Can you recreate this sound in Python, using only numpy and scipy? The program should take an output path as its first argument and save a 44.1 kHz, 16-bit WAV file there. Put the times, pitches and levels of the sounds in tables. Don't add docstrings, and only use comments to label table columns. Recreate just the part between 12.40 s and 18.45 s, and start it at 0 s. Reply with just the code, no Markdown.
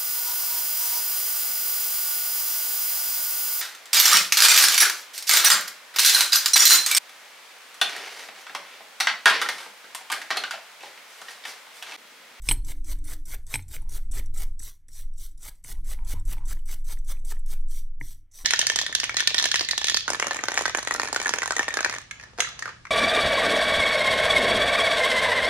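import sys
import numpy as np
from scipy import signal
from scipy.fft import rfft, irfft, next_fast_len
from scipy.io import wavfile
from scipy.ndimage import uniform_filter1d

SR = 44100
rng = np.random.default_rng(int(sys.argv[2]) if len(sys.argv) > 2 else 0)


def makeup_ratio(level_db):
    decades = np.asarray(level_db, float) / 20
    return 10 ** decades


def wav_record(signal):
    frames = np.transpose(np.atleast_2d(signal))
    bounded = np.clip(frames, -1, 1)
    quanta = np.round(bounded * 32767).astype(np.int16)
    wavfile.write(sys.argv[1], SR, quanta)


N = 266716
T = np.arange(N) / SR

# (frequency [Hz], level [dB per Hz])
BRISTLE = [(1650, -49), (2800, -10), (3360, 0.5), (5400, -5.5), (5890, 1.5), (7170, -7), (7440, -1),
           (8120, 1), (10200, -4), (11300, 0.5), (12200, -6), (14100, 1), (16000, -13.5)]
# (frequency [Hz], level [dB per Hz])
BOARD = [(220, -23), (380, -4), (1010, -3), (1150, -6), (1380, -1), (1540, -3), (2200, 1.5), (2780, -11),
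         (3000, -3), (3900, -21), (6600, -120)]
# (brisk stroke [dB], slow stroke [dB])
EASED_BOARD_DB = (-9.5, -6)
BOARD_DB, SQUEAK_DB = (-8, -14), (-0.23, 1.9)
SQUEAK_HZ = 5790
TIRED_S, TIRED_SQUEAK_DB = 5.2, 1.3
LIGHT_TILT_DB, LIGHT_PATCHY = -15.5, 1.7


def brush():
    hiss_db, pressure, stroke = stroke_controls()
    lean_db = np.transpose(LANDINGS)[3]
    board_db = (manner(BOARD_DB) + lean_db)[stroke]
    squeak_db = manner(SQUEAK_DB)[stroke] + TIRED_SQUEAK_DB * (T > TIRED_S)
    light = 1 - pressure

    tips = flicks(9000, spread_db=1.0) * makeup_ratio(0.84 * walk(250))
    patchy_db = 2.25 * (1 + (LIGHT_PATCHY - 1) * light)
    hiss = 0
    for k, hz in enumerate(np.geomspace(2800, 16000, num=36)):
        ratio = hz / SQUEAK_HZ
        octaves_off = max(np.log2(SQUEAK_HZ / hz), np.log2(hz / 9500), 0)
        tuft_db = patchy_db * ratio ** 0.24 * walk(30) + LIGHT_TILT_DB * light * octaves_off
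        tuft_db += 2 * squeak_db * (abs(np.log2(ratio)) < .1)
        hiss = hiss + (-1) ** k * slow_amp(tuft_db) * resonate(tips, hz, 24 * ratio ** 0.41)

    drag = flicks(2300, spread_db=0.5) * makeup_ratio(2.5 * walk(120))
    board = 0
    for k, hz in enumerate(np.geomspace(400, 2900, num=16)):
        mode_db = 3.6 * walk(35) + 0.41 * (board_db + 5.5) * (hz < 1000)
        board = board + (-1) ** k * slow_amp(mode_db) * resonate(drag, hz, 9.1)
    board_gain = makeup_ratio(board_db + manner(EASED_BOARD_DB)[stroke] * light)
    board = board_gain * level(colour(board, BOARD), 0.98)
    return makeup_ratio(hiss_db) * (level(colour(hiss, BRISTLE), -0.54) + board)


# (landing [s], full contact [s], lift-off [s], force at lift-off [dB], landing softness [dB])
BRISK = [(.02, .06, 0.126, -40.5, -13), (.247, .273, 0.32, -42.5, -8.5), (.443, .492, 0.53, -42, -11.5),
         (.641, .676, 0.74, -42, -11.5), (.854, .888, 0.95, -43, -11), (1.067, 1.11, 1.157, -40, -14.5),
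         (1.282, 1.316, 1.365, -42.5, -13.5), (1.49, 1.53, 1.578, -42.5, -9.5),
         (1.712, 1.737, 1.797, -41.5, -11.5), (1.94, 1.965, 2.039, -43, -7),
         (2.976, 3.03, 3.092, -43.5, -23), (3.24, 3.27, 3.326, -43, -6.5), (3.443, 3.482, 3.537, -42, -14),
         (3.647, 3.676, 3.735, -41.5, -16), (3.852, 3.897, 3.934, -40.5, -16.5),
         (4.053, 4.083, 4.131, -42, -16.5), (4.256, 4.289, 4.345, -42.5, -14.5),
         (4.444, 4.481, 4.536, -42.5, -13.5), (4.644, 4.686, 4.726, -42, -21),
         (4.848, 4.89, 4.923, -42.5, -10.5), (5.06, 5.098, 5.139, -44, -15)]
# (landing [s], full contact [s], lift-off [s], force at lift-off [dB], landing softness [dB])
SLOW = [
    (2.193, 2.225, 2.298, -46.5, -5.5),
    (2.483, 2.553, 2.61, -49, -15.5),
    (2.737, 2.8, 2.865, -48.5, -25),
    (5.282, 5.308, 5.4, -51, -10.5),
    (5.6, 5.63, 5.73, -52.5, -11),
    (5.914, 5.948, 6.03, -50, -14.5),
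]
APPROACH_S, APPROACH_DB = .016, -16.5
SETTLE_S, SETTLED_DB = 0.016, 1.6
DIG_DB, SWELL_DB = (-3.5, -1), (2, 2.5)
SPRING_S = 0.022
SPRING_DB, FADE_DB_S = (-17.5, -10.5), (180.5, 275)


def stroke_controls():
    land_s, press_s, lift_s, lift_db, soft_db = np.transpose(sorted(BRISK + SLOW))
    land_db = lift_db + soft_db
    press_db = lift_db + manner(DIG_DB)
    swell_db = (press_db + lift_db) / 2 + manner(SWELL_DB)
    drop_db = manner(SPRING_DB)
    free_s = lift_s + SPRING_S
    free_db = lift_db + drop_db
    end_s = np.maximum(np.append(land_s[1:] - APPROACH_S, T[-1]), free_s)
    end_db = free_db - manner(FADE_DB_S) * (end_s - free_s)

    settled_s = np.minimum(land_s + SETTLE_S, press_s)
    swell_s = (press_s + lift_s) / 2
    knots = [land_s - .002, land_s, settled_s, press_s, swell_s,
             lift_s, lift_s + .3 * SPRING_S, free_s, end_s]
    db = [land_db + APPROACH_DB, land_db, land_db + SETTLED_DB, press_db, swell_db,
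          lift_db, lift_db + 0.66 * drop_db, free_db, end_db]
    force = [0.015, 0.019, 0.13, 0.42, 0.77, 1.0, 0.98, 1, 0.35]
    knots = np.transpose(knots).ravel()
    hiss_db = np.interp(T, knots, np.transpose(db).ravel(), left=-90)
    pressure = np.interp(T, knots, np.tile(force, len(land_s)))
    stroke = np.maximum(np.searchsorted(land_s - APPROACH_S, T) - 1, 0)
    return hiss_db, pressure, stroke


def manner(pair):
    return np.array([pair[row in SLOW] for row in sorted(BRISK + SLOW)])


# (time [s], peak [dB], main ring [Hz], lean on the board [dB])
LANDINGS = [(0.0207, -37.7, 7800, 0.1), (0.2465, -34.5, 7800, 0.7), (0.4443, -37.4, 6290, -0.1),
            (0.6414, -38.6, 7250, 0.6), (0.854, -36.0, 8120, 1.7), (1.066, -36.8, 6270, 2.3),
            (1.2815, -39.2, 7780, 1.2), (1.4905, -35.4, 6430, 1.9), (1.713, -30.8, 8120, 3.2),
            (1.94, -39.3, 9600, 2.2), (2.1934, -29.9, 5840, -1.6), (2.483, -41.2, 5710, 0.3),
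            (2.735, -51.1, 5540, -4.9), (2.9753, -45.6, 7430, 1.8), (3.2405, -33.4, 7870, -1.1),
            (3.4431, -46.3, 7500, 0.6), (3.6471, -41.0, 7730, 0.7), (3.8516, -44.0, 7760, 3.6),
            (4.054, -37.6, 7700, 0.9), (4.2558, -40.0, 7810, -0.1), (4.4448, -44.6, 7400, -2.5),
            (4.6443, -45.6, 7600, 0.7), (4.8484, -32.9, 7740, 0.0), (5.0599, -39.6, 8380, 1.4),
            (5.2849, -39.5, 8600, -1.7), (5.6067, -46.9, 8340, -3.3), (5.917, -46.3, 7566, 1.2)]
# (time [s], peak [dB], main ring [Hz])
TICKS = [(0.587, -43, 6030), (.7963, -51.5, 8670), (.127, -33, 6440), (1.2225, -40.5, 8030),
         (1.4175, -44, 9650), (1.52, -35, 6070), (1.717, -33.5, 8200), (1.7455, -36.5, 9970),
         (1.857, -38, 5970), (1.9737, -29.5, 8560), (2.2298, -29.5, 8030), (2.5311, -43, 7650),
         (2.779, -37.5, 7650), (2.9116, -51, 7860), (3.0278, -33, 7800), (3.1529, -52, 7990),
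         (3.469, -42, 7770), (3.795, -41.5, 8130), (3.982, -50, 3500), (4.189, -49, 3010),
         (4.396, -48, 7960), (4.586, -40.5, 8100), (4.792, -50, 8060), (4.9923, -44, 7800),
         (5.208, -52, 8000), (5.2976, -43, 7910), (5.935, -48.5, 7940)]
# (frequency [Hz], level [dB], time to fall 60 dB [s])
TUFT = [(3600, -18.5, 0.03), (5840, -9.5, 0.029), (7754, -1, 0.017), (9850, -3, 0.012), (11230, -7, 0.011),
        (13300, -13, 0.011)]
TIRED_DB = -8


def ticks():
    out = np.zeros(N)
    rows = [(s, db + TIRED_DB * (s > TIRED_S), hz) for s, db, hz, _ in LANDINGS] + TICKS
    for (s, db, hz), chance in zip(rows, rng.standard_normal(size=(len(rows), 500))):
        modes = [(hz, -2.5, .018)]
        for (mode_hz, mode_db, t60), c, e in zip(TUFT, chance, chance[9:]):
            modes.append((mode_hz * (1 + .03 * c), mode_db + 3 * e, t60))
        snaps = chance ** 3 * np.exp(-T[:len(chance)] / 0.0059)
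        burst = np.convolve(ring(modes, 0.00021), snaps)
        add(out, s, makeup_ratio(db - 2.5) * burst / np.abs(burst).max())
    return out


# (time [s], peak [dB], ring [Hz], hollow mode [dB], side rings [dB])
RAPS = [
    (.0876, -9, 2430, -31.5, -13),
    (.1112, -11, 3070, -14.5, -7),
    (.1164, -18, 2230, -18, -6.5),
    (1.1399, -12.5, 2375, -20.5, -16),
    (1.1551, -17, 2280, -15, -11),
    (5.6114, -21.5, 2013, -23, -27),
]
# (time [s], peak [dB], ring [Hz], hollow mode [dB])
KNOCKS = [(0.3211, -38.5, 3580, -18), (.5194, -40, 3540, -19), (.733, -39, 1740, -23),
          (0.9313, -51, 1910, -22), (1.192, -32.5, 2240, -14.5), (1.3642, -29.5, 2240, -42),
          (1.5787, -43, 1650, -10.5), (1.7969, -32.5, 2250, -32.5), (2.0293, -44.5, 2050, -24.5),
          (2.202, -45.5, 1880, -31.5), (2.487, -50.5, 1830, -29), (3.0838, -36.5, 2190, -12.5),
          (3.246, -38, 2120, -18), (3.545, -43, 2132, -22), (3.5882, -43.5, 2250, -16),
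          (3.723, -43, 1800, -10), (3.9814, -41, 2240, -5), (4.1262, -32.5, 1644, -30),
          (4.1699, -44.5, 1840, -11), (4.337, -44.5, 2080, -15), (4.5244, -42, 1676, -8),
          (4.572, -43, 1904, -20), (4.9196, -37, 1794, -9), (4.9675, -44.5, 1880, -13),
          (5.1288, -44, 2130, -13), (4.7693, -47, 2460, -18.5), (4.1344, -46, 2200, -20),
          (6.0424, -48, 1500, -6)]
# (time [s], peak [dB])
TAPS = [(3.576, -56), (3.589, -46), (3.608, -60), (3.625, -58), (3.6394, -58), (3.656, -61), (3.7397, -53),
        (3.7687, -53), (3.78, -54), (3.8083, -53), (3.939, -48), (3.9686, -47), (4.0074, -53),
        (4.021, -53.5), (4.037, -53), (4.052, -61), (4.068, -58)]
SIDE_RINGS = [.72, 1.35]
# (frequency [Hz], level [dB], time to fall 60 dB [s])
THUD = [(126, -3, 0.12), (259, -1, 0.029), (464, -3.5, 0.021)]
# (frequency [Hz], time to fall 60 dB [s])
BENCH = [(33, 0.24), (93, 0.8), (298, 0.16)]
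# (time [s], thud [dB], first, second and third bench mode [dB each])
JOLTS = [
    (0.111, -41, -19, -44, -37.5),
    (1.157, -45, -30.5, -37, -44.5),
    (1.366, -44, -46.5, -58, -61.5),
    (1.795, -42, -38, -42.5, -55),
    (3.738, -33.5, -30, -36.5, -59),
    (5.612, -45, -47.5, -46.5, -47.5),
]
# (time [s], peak [dB])
BUMPS = [(0.359, -50), (1.492, -49), (1.545, -49), (1.712, -48), (1.936, -48), (3.441, -49), (3.541, -44),
         (4.3, -47), (4.649, -56), (4.838, -43), (5.501, -57.5), (6.039, -45)]
CONTACT_S, AFTER_RING_DB, RING_T60_S = 0.0012, -13, 0.021
HOLLOW_HZ, HOLLOW_T60_S = 920, 0.028
TAP_HZ, TAP_HOLLOW_DB, SIDE_DB, BUMP_DB = 1329.6, -2, -11.5, -3.5
USUAL_DB = -43
THUD_DB, THUD_PER_DB = -13.5, -0.33


def knocks():
    air, bench = np.zeros(N), np.zeros(N)
    t = T[:SR // 80]
    contact = np.exp(-((t - 1.28 * CONTACT_S) / CONTACT_S) ** 2)
    rows = RAPS + [(*row, SIDE_DB) for row in KNOCKS]
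    rows = rows + [(s, db, TAP_HZ, TAP_HOLLOW_DB, SIDE_DB) for s, db in TAPS]
    for (s, db, hz, hollow_db, side_db), chance in zip(rows, rng.standard_normal(len(rows))):
        clack = np.sin(2 * np.pi * hz * t)
        for ratio in SIDE_RINGS:
            clack += makeup_ratio(side_db) * np.sin(2 * np.pi * hz * ratio * t)
        add(air, s, makeup_ratio(db - 5.0) * contact * clack)
        hollow = (HOLLOW_HZ * (1 + 0.071 * chance), hollow_db + 7.5, HOLLOW_T60_S)
        add(air, s, makeup_ratio(db - 2.5) * ring([(hz, AFTER_RING_DB, RING_T60_S), hollow], 0.0011))
        thud_db = THUD_DB + THUD_PER_DB * (db - USUAL_DB)
        add(air, s, makeup_ratio(db + thud_db + 7.0) * ring(THUD, .001))

    for s, thud_db, *mode_db in JOLTS:
        add(bench, s, makeup_ratio(thud_db) * ring(THUD, 0.00073))
        modes = [(hz, db, t60) for (hz, t60), db in zip(BENCH, mode_db)]
        add(bench, s, ring(modes, 0.00059))
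    for s, db in BUMPS:
        add(bench, s, makeup_ratio(db + BUMP_DB) * ring(THUD, 0.00092))
    return air, bench


# (time [s], peak [dB], low modes [dB], long-ringing modes [dB])
CLINKS = [
    (0.0879, -15.5, 6, -1.5),
    (0.105, -35, -0.5, -2),
    (0.1118, -15.5, -10.5, -3),
    (0.1158, -18, -7, -2),
    (0.1172, -19, -6.5, 0.5),
    (1.1404, -21.5, 6, 0),
    (1.146, -29.5, -2.5, -6),
    (1.158, -23, -3, 2),
    (1.197, -50, 9, -17),
]
# (frequency [Hz], level [dB], time to fall 60 dB [s])
STEEL = [(4000, -19.5, 0.091), (4260, -34.5, 0.29), (5330, -8.5, 0.02), (8266, 0, 0.089),
         (8350, -10, 0.037), (8300, -35, 0.26), (8030, -16, 0.074), (8360, -15.5, .09), (8240, -6, .07),
         (8250, -36, .4), (10940, -9, 0.11), (10770, -38, 0.67), (13340, -16, 0.12), (14400, -26, .2)]
RATTLE_DB, RATTLE_RAD = 2.6, .9
HIGH_PER_DB = 0.06
CRACK_DB = -8


def steel():
    out = np.zeros(N)
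    hz, _, t60 = np.transpose(STEEL)[:, :, None]
    rattle = []
    for _ in STEEL:
        strength = slow_amp(RATTLE_DB * walk(250)[:2 * SR])
        rattle.append(strength * np.cos(RATTLE_RAD * walk(120)[:2 * SR]))
    rattle = np.array(rattle)
    for (s, db, low_db, free_db), chance in zip(CLINKS, rng.standard_normal((len(CLINKS), len(STEEL), 1))):
        struck_db = low_db * (hz < 6000) + HIGH_PER_DB * low_db * (hz > 10000)
        mix_db = 1.5 * chance + np.where(t60 > .25, free_db, struck_db)
        crack = resonate(rng.standard_normal(SR // 30), 2900, 1.3) * np.exp(-T[:SR // 30] / 0.0087)
        add(out, s, makeup_ratio(db + low_db + CRACK_DB) * crack)
        shaken = rattle[:, int(s * SR):][:, :int(SR * t60.max())]
        add(out, s, makeup_ratio(db - 4.0) * ring(STEEL, 0.00024, makeup_ratio(mix_db) * shaken))
    return out * makeup_ratio(1.6 * walk(60.3))


# (time [s], length [s], level [dB], ring [Hz])
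CREAK = [
    (1.401, 0.11, -63, 920),
    (3.282, .12, -64, 920),
    (3.576, 0.13, -61, 930),
    (3.741, 0.06, -54, 980),
    (3.965, .12, -60.5, 924),
]
CREAK_ATTACK_S, CREAK_RELEASE_S, CREAK_EDGE_DB = 0.015, 0.032, -4


def creak():
    out = np.zeros(N)
    slips = flicks(1500, spread_db=1.3) * makeup_ratio(2.4 * walk(70))
    for s, length, db, hz in CREAK:
        span = slice(int(s * SR), int((s + length) * SR))
        rise, fall = (T[span] - s) / CREAK_ATTACK_S, (s + length - T[span]) / CREAK_RELEASE_S
        inside = np.minimum(np.minimum(rise, fall), 1)
        hollow = resonate(resonate(slips[span], hz, 4), hz, 4)
        upper = resonate(resonate(slips[span], 1.94 * hz, 2.3), 2.3 * hz, 2.2)
        out[span] = level(hollow + makeup_ratio(-14) * upper, -2.5) * makeup_ratio(db + CREAK_EDGE_DB * (1 - inside))
    return out


# (time [s], sway [Hz], sway [dB], shake [dB])
ROCKING = [(0, 12.94, -41, -39.5), (.12, 14.31, -35, -25.5), (.27, 13.9, -28.5, -35.5),
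           (.52, 14.14, -27.5, -33.5), (1.03, 14.8, -33.5, -41), (1.26, 14.5, -45.5, -51.5),
           (1.4, 14.3, -28, -32), (2.05, 14.2, -23, -36), (2.21, 16.3, -31, -39), (2.4, 15.5, -53.5, -60.5),
           (2.66, 15.3, -26, -43.5), (3.23, 15.5, -49, -51.5), (3.37, 15.43, -27, -33),
           (4.9, 16.35, -24.5, -37), (5.24, 14.7, -20.5, -41), (5.69, 14.3, -31.5, -46),
           (5.91, 14.9, -57.5, -66.5), (6.05, 16, -34, -49.5)]
# (frequency [Hz], level [dB per Hz])
RUMBLE = [(13, -28), (22, 2.5), (31, 6), (75, -24.5), (99, -29), (232, -50), (295, -43.5), (350, -49),
          (400, -56.5), (520, -81.5), (880, -120)]
PULSE_DB = 4.5
DRUM_DB, DRUM_PER_DB, DRUM_JOLT_DB, DRUM_FADE_DB_S = -56.5, 0.66, -2.5, 130
PANEL_DB, PANEL_PER_DB, PANEL_JOLT_DB, PANEL_FADE_DB_S = -74, 0.76, -31, 30
HUM_S, HUM_LENGTH_S, HUM_DB = .585, 0.235, -58.5


def rocking():
    s, *columns = np.transpose(ROCKING)
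    sway_hz, sway_db, shake_db = (np.interp(T, s, c) for c in columns)
    sway = np.sqrt(2) * makeup_ratio(sway_db) * np.sin(2 * np.pi * np.cumsum(sway_hz) / SR)

    extra_db = shake_db - USUAL_DB
    drum_gain = makeup_ratio(DRUM_DB + DRUM_PER_DB * extra_db)
    drum_gain = drum_gain + makeup_ratio(DRUM_JOLT_DB) * shudder(column=3, fade_db_s=DRUM_FADE_DB_S)
    loose = makeup_ratio(PANEL_DB) + makeup_ratio(PANEL_JOLT_DB) * shudder(column=4, fade_db_s=PANEL_FADE_DB_S)
    panel_gain = makeup_ratio(PANEL_PER_DB * extra_db) * loose

    panel_hz = BENCH[2][0]
    wavering_hz = panel_hz * (.99 + .012 * walk(26.2))
    note = makeup_ratio(1.6 * walk(17.6)) * np.sin(2 * np.pi * np.cumsum(wavering_hz) / SR)
    hum = level(note, HUM_DB) * np.exp(-((T - HUM_S) / HUM_LENGTH_S) ** 8)

    digging = uniform_filter1d(np.clip((stroke_controls()[0] + 60) / 20, 0, 1), SR // 40)
    shake = rng.standard_normal(N) * makeup_ratio(2.6 * walk(15) + PULSE_DB * digging)
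    rumble = makeup_ratio(shake_db) * level(colour(shake, RUMBLE, 14, 60), 0.15)
    drum = drum_gain * level(colour(shake, RUMBLE, 71, 230), 0.15)
    panel = colour(shake, RUMBLE, 200, 600)
    panel += makeup_ratio(6.0) * resonate(resonate(panel, panel_hz, 22), panel_hz, 22)
    return sway + hum + rumble + drum + panel_gain * level(panel, 0.15)


def shudder(column, fade_db_s):
    return sum(slow_amp(row[column] - fade_db_s * (T - row[0])) * (T > row[0]) for row in JOLTS)


ROOM_DB, ROOM_T60_S, ROOM_GAP_S = -18.5, 0.24, 0.0058


def room(x):
    t = T[:SR // 2]
    tail = rng.standard_normal(len(t)) * np.exp(-np.log(1000) * t / ROOM_T60_S) * (t > ROOM_GAP_S)
    tail = colour(tail, [(300, 15.5), (4000, 0), (15000, -8.5)])
    return signal.fftconvolve(x, makeup_ratio(ROOM_DB) * tail / np.sqrt(np.sum(tail ** 2)))[:N]


PATCH_HZ, PATCH_S, PATCH_SHARE = 700, .07, .3


def patches(x):
    hz, s, z = signal.stft(x, SR, nperseg=1024)
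    band = (hz / PATCH_HZ).astype(int)[:, None]
    chance = rng.random((band.max() + 1, int(s[-1] / PATCH_S) + 3))
    moment = 1 + (s / PATCH_S + chance[band, 0]).astype(int)
    kept = chance[band, moment] < PATCH_SHARE
    return signal.istft(z * kept, SR, nperseg=1024)[1][:N] / np.sqrt(PATCH_SHARE)


def level(x, db):
    return x * makeup_ratio(db) / np.sqrt(np.mean(x ** 2))


def colour(x, points, lo_hz=1., hi_hz=22050.):
    size = next_fast_len(len(x))
    hz = np.maximum(np.arange(size // 2 + 1) * SR / size, 1e-3)
    at, db = np.transpose(points)
    edges = 1 / np.sqrt((1 + (lo_hz / hz) ** 12) * (1 + (hz / hi_hz) ** 12))
    gain = makeup_ratio(np.interp(np.log(hz), np.log(at), db)) * edges
    return irfft(rfft(x, size) * gain, size)[:len(x)]


def walk(rate):
    k = int(SR / rate)
    return uniform_filter1d(np.repeat(rng.standard_normal(N // k + 1), k), k)[:N]


def ring(modes, push_s, signs=1):
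    hz, db, t60 = np.transpose(modes)[:, :, None]
    t = T[:int(SR * min(t60.max(), 1))]
    fade = np.exp(-np.log(1000) * t / t60)
    y = (signs * makeup_ratio(db) * np.sin(2 * np.pi * hz * t) * fade).sum(axis=0)
    return y * (1 - np.exp(-t / push_s))


def resonate(x, hz, sharpness):
    return signal.lfilter(*signal.iirpeak(hz, sharpness, SR), x)


def flicks(rate, spread_db):
    size = makeup_ratio(spread_db * rng.exponential(size=N)) * rng.standard_normal(N)
    return size * (rng.random(N) < rate / SR)


def slow_amp(db):
    return np.repeat(makeup_ratio(db[::8]), 8)[:len(db)]


def add(out, s, x):
    i = int(s * SR)
    out[i:i + len(x)] += x[:N - i]


# (frequency [Hz], side minus mid [dB])
WIDTH = [(60, -73), (110, -68), (200, -56), (380, -50.5), (700, -34.5), (1290, -28.5), (2380, -43.5),
         (4400, -9.5), (8120, -28.5), (15000, -16)]
KNOCK_ROOM_DB = -5


def scene():
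    knock, thump = knocks()
    air = brush() + ticks() + creak() + steel()
    air = air + knock + room(air + makeup_ratio(KNOCK_ROOM_DB) * knock)
    smear = rng.standard_normal(512) * np.hanning(512)
    smeared = np.convolve(air, smear / np.sqrt(np.sum(smear ** 2)), "same")
    side = patches(colour(smeared, WIDTH, 800))
    air += level(colour(rng.standard_normal(N), BRISTLE, 3000) * makeup_ratio(2.4 * walk(15)), -90)
    air += level(colour(rng.standard_normal(N), BOARD) * makeup_ratio(3.0 * walk(8)), -87.5)
    mid = air + thump + rocking()
    return np.array([mid + side, mid - side])


def roll_off(x):
    return signal.sosfilt(signal.butter(12, 16480, fs=SR, output="sos"), x)


def record(dry):
    cut = signal.sosfilt(signal.ellip(8, .2, 70, 15900, fs=SR, output="sos"), dry)
    return roll_off(cut)


dry = scene()
out = record(dry)
wav_record(out)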